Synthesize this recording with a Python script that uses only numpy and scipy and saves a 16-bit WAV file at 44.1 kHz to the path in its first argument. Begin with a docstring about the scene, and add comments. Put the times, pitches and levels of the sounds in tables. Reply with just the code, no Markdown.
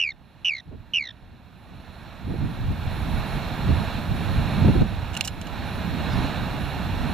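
"""An open alpine meadow: a marmot gives three falling, trilled alarm whistles while a stream rushes far off.
The whistles duck a small camera's gain control, so stream and wind swell back over two seconds.
Gusts buffet the hissing microphone, the focus motor whines in short runs, fingers click on the case
and a small bird chirps once."""
import sys
import numpy as np
from scipy import signal
from scipy.fft import rfft, irfft, next_fast_len
from scipy.io import wavfile
from scipy.ndimage import uniform_filter1d, minimum_filter1d, map_coordinates

SR = 44100
rng = np.random.default_rng(int(sys.argv[2]) if len(sys.argv) > 2 else 0)


def dump(signal):
    """Clip the signal to [-1, 1] and save it as 16-bit WAV at the path in sys.argv[1]."""
    limited = np.clip(np.atleast_2d(signal).T, -1, 1)
    pcm = np.round(limited * 32767).astype(np.int16)
    wavfile.write(sys.argv[1], SR, pcm)


N = 314433
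T = np.arange(N) / SR


def undb(db):
    """Decibels to gain."""
    return 10 ** (np.asarray(db) / 20)


def unit(x):
    """Scale to rms 1."""
    return x / np.sqrt(np.mean(x ** 2))


def response(curve, hz):
    """Gain of an EQ curve (f/Hz, level/dB) at the given frequencies."""
    f, db = np.transpose(curve)
    return undb(np.interp(np.log(np.maximum(hz, 1)), np.log(f), db))


def noise(curve):
    """Noise of rms 1, coloured by an EQ curve."""
    size = next_fast_len(N)
    spectrum = rfft(rng.standard_normal(size)) * response(curve, np.fft.rfftfreq(size, 1 / SR))
    return unit(irfft(spectrum, size)[:N])


def wander(rate_hz):
    """Smooth random modulation of rms 1."""
    step = max(int(SR / rate_hz), 2)
    return unit(uniform_filter1d(np.repeat(rng.standard_normal(N // step + 1), step), step)[:N])


def swell(peak_s, half_s):
    """A bell-shaped envelope of height 1."""
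    return np.exp(-((T - peak_s) / half_s) ** 2 / 2)


def place(x, pan_db, lag=0):
    """Pan across the two microphone ports: left minus right in dB, the right late by lag samples."""
    late = map_coordinates(x, [np.arange(N) - lag], order=3)
    return np.array([x * undb(pan_db / 2), late * undb(-pan_db / 2)])


def call_contour(age, left_s, top_hz, sink_hz_per_s, drop_hz, sag_hz):
    """The marmot's voice starts high and hard, sinks, breaks to a lower register and runs out of breath."""
    hold_s, floor_hz = .016, 1850
    break_s, break_width_s = .056, .0051
    fade_s, fade_db = .019, -10.5
    hard_dip, soft_dip, dip_growth_per_s = .28, .087, 1.3  # pitch dip between beats, as a share
    broken = (1 + np.tanh((age - break_s) / (2 * break_width_s))) / 2
    spent = np.clip(1 - left_s / fade_s, 0, 1)
    sunk_hz = top_hz - sink_hz_per_s * np.maximum(age - hold_s, 0) - drop_hz * broken
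    crest_hz = np.maximum(sunk_hz, floor_hz) - sag_hz * spent
    dip = hard_dip * (1 - broken) + soft_dip * broken + dip_growth_per_s * np.maximum(age - break_s, 0)
    return crest_hz, fade_db * spent, dip


def whistle(start, end, trill_hz, slowing, voicing):
    """A falling whistle chopped by a slowing trill; pitch and loudness arch in every beat."""
    # resonances of throat and mouth: f/Hz, gain/dB
    throat = [(1700, -28), (1950, -20.5), (2100, -13.5), (2250, -8), (2450, -6.5), (2900, 1), (3550, -4),
              (4000, -5), (4300, -7.5), (4700, -19), (5400, -11), (5900, -7), (6600, -17.5), (9000, -19)]
    note_s, attack_s, release_s = .0135, .0032, .0015
    lean, skew, jitter = .23, .033, .049
    harmonics_db, grain, rasp_db = [0, -14, -26], .14, -53
    age = np.clip(T - start, 0, end - start)
    crest_hz, effort_db, dip = call_contour(age, end - start - age, *voicing)
    beat = np.log1p(slowing * trill_hz * age) / slowing % 1
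    beat_s = 1 / trill_hz + slowing * age
    # a note lasts at most note_s, so gaps open as the trill slows
    swing = np.clip((2 * beat - 1) * np.maximum(beat_s / note_s, 1), -1, 1)
    # deep beats sweep wide, crest late and are rough; shallow ones are smooth and sag
    hz = crest_hz * (1 - dip * swing ** 2 + (lean * dip - skew) * swing + jitter * dip * wander(1200))
    phase = 2 * np.pi * np.cumsum(hz) / SR
    gate = np.clip(np.minimum((T - start - .002) / attack_s, (end - T) / release_s), 0, 1)
    opening = np.abs(np.cos(np.pi / 2 * swing)) ** .88 * gate
    # harmonics bloom with the opening and slide through the resonances: the second gains as pitch sinks
    tone = 0
    for k, db in enumerate(harmonics_db, 1):
        roughness = grain * (k - 1) * wander(2000)
        envelope = undb(db) * opening ** np.sqrt(k) * response(throat, k * hz)
        tone = tone + envelope * np.sin(k * phase + roughness)
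    rasp = undb(rasp_db) * opening * np.sqrt(response(throat, hz)) * rng.standard_normal(N)
    return (np.sqrt(2) * tone + rasp) * undb(effort_db + .5 * wander(300))


def marmot(level_db=7):
    """Three alarm whistles from near the centre; the open slope gives no echo."""
    # calls: start/s, end/s, opening trill rate/Hz, lengthening per beat/share,
    # opening pitch/Hz, sink/(Hz/s), drop at the voice break/Hz, final sag/Hz
    whistles = [(-.0125, 0.125, 96.9, .04, 2950, 5100, 249, 280),
                (.444, 0.611, 96.7, 0.048, 3037, 4230, 467, 20),
                (0.933, 1.118, 98, .05, 3040, 5320, 443, 50)]
    calls = sum(whistle(start, end, trill_hz, slowing, voicing)
                for start, end, trill_hz, slowing, *voicing in whistles)
    return place(calls * undb(level_db), pan_db=-3, lag=.78)


def wind(rumble_share=.48, flutter_share=.62, eddy_db=2):
    """Gusts swell out of a light breeze; eddies hit both ports partly together, and hard ones thump."""
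    # deep rumble of air on the microphone: f/Hz, level/dB
    rumble_eq = [(12, -19), (22, 0), (45, 2.5), (85, 6), (125, 1.5), (170, -7.5), (300, -45), (1500, -100)]
    # low-mid flutter of the eddies: f/Hz, level/dB
    flutter_eq = [(40, -41), (90, -18.5), (140, 0), (180, 0.5), (240, -3.5), (320, -10.5), (450, -22),
                  (700, -33.5), (4000, -91)]
    # gusts: t/s, half length/s, rumble/dB, flutter/dB
    gusts = [(0.687, 0.02, -16.5, -29), (0.768, 0.042, -18.5, -23), (1.27, 0.11, -26.5, -28),
             (2.31, .04, -18, -22), (2.443, 0.043, -21, -19.5), (2.67, 0.088, -19, -31),
             (2.897, 0.049, -20.5, -49), (3.166, 0.042, -24, -36), (3.36, 0.024, -26, -33),
             (3.718, 0.075, -22.5, -25), (4.103, 0.016, -19.5, -33), (4.366, 0.061, -21, -33),
             (4.68, 0.063, -15.5, -17.5), (4.816, 0.05, -19, -23.5), (4.97, 0.093, -24, -53),
             (6.21, 0.06, -23, -24), (6.415, 0.018, -24, -30.5)]
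    # single hard eddies: t/s, half length/s, level/dB, f/Hz
    buffets = [(0.735, 0.015, -16, 342), (2.308, 0.0099, -16.5, 262), (2.346, 0.0097, -23, 345),
               (2.454, 0.0069, -29, 226), (3.7, 0.0089, -18.5, 200), (4.65, 0.0044, -16.5, 281),
               (4.69, 0.0097, -9, 183), (4.762, 0.007, -18.5, 320), (4.822, 0.0075, -9.5, 210)]
    breeze = undb(1.5 * wander(6.6))
    rumble, flutter = breeze * undb(-29.5), breeze * undb(-32)
    for peak_s, half_s, rumble_db, flutter_db in gusts:
        gust = swell(peak_s, half_s)
        rumble = np.hypot(rumble, undb(rumble_db) * gust)
        flutter = np.hypot(flutter, undb(flutter_db) * gust)
    out = 0
    for envelope, eq, share in [(rumble, rumble_eq, rumble_share), (flutter, flutter_eq, flutter_share)]:
        ports = np.sqrt(share) * noise(eq) + np.sqrt(1 - share) * np.array([noise(eq), noise(eq)])
        out = out + unit(ports * undb(eddy_db * wander(45))) * envelope
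    for peak_s, half_s, db, hz in buffets:
        band = signal.butter(2, [hz / 1.62, hz * 1.28], "band", fs=SR, output="sos")
        both, left, right = signal.sosfilt(band, rng.standard_normal((3, N)))
        out = out + undb(db) * swell(peak_s, half_s) * unit(both + 1.45 * np.array([left, right]))
    return out * undb([[-2.8], [1.5]])  # heavier on the right


def stream(level_db=-35, diffuse_db=-13):
    """A gently wavering bed of far water, a little to the right, with a diffuse wash around it."""
    # rushing water at a distance: f/Hz, level/dB
    water_eq = [(150, -8), (480, -5), (680, 0), (880, -0.5), (1120, -5.5), (1600, -5), (2000, -8.5),
                (2750, -8.5), (3400, -12.5), (4200, -8.5), (4620, -28.5), (5500, -24.5), (7500, -32),
                (11000, -49.5)]
    direct = place(noise(water_eq), pan_db=-5.5, lag=.34)
    wash = undb(diffuse_db) * np.array([noise(water_eq), noise(water_eq)])
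    return (direct + wash) * undb(level_db + 1.17 * wander(6))


def microphone_hiss(level_db=-48.5, opposed=.13):
    """The microphone's own noise, partly out of phase between the channels."""
    # noise floor: f/Hz, level/dB
    hiss_eq = [(3000, 7.5), (7000, -2.5), (9000, -2.5), (11500, 4), (13000, 1.5), (15000, 1.5)]
    hiss = np.array([noise(hiss_eq), noise(hiss_eq)])
    return undb(level_db) * (hiss - opposed * hiss[::-1])


def focus_motor(level_db=-61, whine_hz=11000, run_s=.13, every_s=.173, ramp_s=.0037):
    """The focus motor spins in short runs, each a thin, steady whine."""
    # motor bursts: t/s, number of runs
    bursts = [(.22, 3), (1.1, 1), (1.57, 3), (2.27, 2), (2.91, 3), (3.73, 1), (4.14, 5), (5.24, 1),
              (5.65, 1), (6.125, 1), (6.595, 1), (7.07, 1)]
    starts = [start + k * every_s for start, runs in bursts for k in range(round(runs))]
    running = sum(np.clip(np.minimum(T - s, s + run_s - T) / ramp_s, 0, 1) for s in starts)
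    return undb(level_db) * np.sqrt(2) * running * np.sin(2 * np.pi * whine_hz * T)


def finger_clicks(width=.45, snap=1.2, grit_db=-.5):
    """Each touch snaps, then slips grittily, ringing the camera case nearer the right port."""
    # touches: t/s, level over 4 ms/dB, decay/s, brightness/(dB/octave)
    touches = [(5.134, -39, 0.0019, 2), (5.142, -36, .002, 3), (5.151, -29.5, 0.0023, 1),
               (5.1667, -24, 0.0022, -1), (5.173, -25.5, 0.00095, 2), (5.2094, -11.5, 0.0021, -6),
               (5.2405, -29, 0.0035, -7), (5.248, -24, 0.0035, 14), (5.2522, -24.5, 0.0076, 14),
               (5.2753, -21, 0.0046, 16), (5.279, -21.5, 0.002, -10), (5.414, -32, 0.0034, 2),
               (5.47, -34, .004, 1)]
    # modes of the case: f/Hz, width/Hz, level/dB
    modes = [(1700, 450, -16), (2860, 180, 5), (2940, 164, 2), (4050, 260, -5), (5050, 440, -12),
             (5930, 690, -8.5), (6900, 640, -14), (11500, 3100, -37)]
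    age = np.arange(SR // 20) / SR

    def ring():
        """One mono layer of all the touches, with fresh grit."""
        out = np.zeros(N)
        for start, db, decay_s, tilt in touches:
            grit, grain_size = rng.standard_normal((2, len(age)))
            force = grit * undb(grit_db * grain_size) * np.exp(-age / decay_s) + snap * (age == 0)
            click = 0
            for hz, width_hz, mode_db in modes:
                ringing = signal.lfilter(*signal.iirpeak(hz, hz / width_hz, fs=SR), force)
                click = click + undb(mode_db + tilt * np.log2(hz / 4000)) * ringing
            click = click / np.sqrt(np.sum(click ** 2) / (.004 * SR))
            onset = int(start * SR)
            out[onset:onset + len(age)] += undb(db) * click
        return out
    return place(ring(), pan_db=-8, lag=1.65) + width * np.array([ring(), ring()])


def bird(waver=.0064):
    """A far bird's single chirp: two thin, overlapping down-slurs."""
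    # slurs: t/s, length/s, from/Hz, to/Hz, level/dB
    slurs = [(6.09, .08, 5400, 4500, -52), (6.108, .066, 5950, 5100, -55)]
    out = np.zeros(N)
    for start, length, from_hz, to_hz, db in slurs:
        progress = np.clip((T - start) / length, 0, 1)
        hz = (from_hz + (to_hz - from_hz) * progress) * (1 + waver * wander(400))
        out += undb(db) * np.sqrt(2) * np.sin(np.pi * progress) * np.sin(2 * np.pi * np.cumsum(hz) / SR)
    return place(out, pan_db=-2)


def scene():
    """The meadow and the camera's own noises, mixed in stereo."""
    return marmot() + wind() + stream() + bird() + finger_clicks() + microphone_hiss() + focus_motor()


def gain_control(x, threshold_db=-16, attack_s=.0007, hold_s=.15, release_db_per_s=12, start_cut_db=24):
    """Ducks fast on loud sounds, holds, then creeps back up; it starts out already ducked."""
    sidechain = signal.sosfilt(signal.butter(1, 300, "high", fs=SR, output="sos"), x)
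    power = np.maximum(uniform_filter1d(np.mean(sidechain ** 2, axis=0), size=132), 1e-12)
    over_db = np.maximum(10 * np.log10(power) - threshold_db, 0)
    over_db[0] = start_cut_db
    hold = int(hold_s * SR) // 2 * 2 + 1
    held_db = -minimum_filter1d(-over_db, hold, origin=hold // 2)
    cut_db = np.maximum.accumulate(held_db + release_db_per_s * T) - release_db_per_s * T
    # the gain takes a moment to fall, so the front of a click slips through
    pole = np.exp(-1 / (attack_s * SR))
    cut_db = start_cut_db + signal.lfilter([1 - pole], [1, -pole], cut_db - start_cut_db)
    return x * undb(-cut_db)


def record(dry):
    """The camera's chain: gain control, narrow notches and a steep treble cut-off."""
    # notches against the camera's motor noise: f/Hz, width/Hz
    notches = [(2045, 104), (3065, 200), (4100, 65), (5120, 17), (6140, 310), (7000, 28), (8000, 65),
               (9000, 75)]
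    cutoff_hz = 15150
    y = gain_control(dry)
    for hz, width_hz in notches:
        y = signal.lfilter(*signal.iirnotch(hz, hz / width_hz, fs=SR), y)
    return signal.sosfilt(signal.ellip(8, .2, 70, cutoff_hz, fs=SR, output="sos"), y)


dry = scene()
out = record(dry)
dump(out)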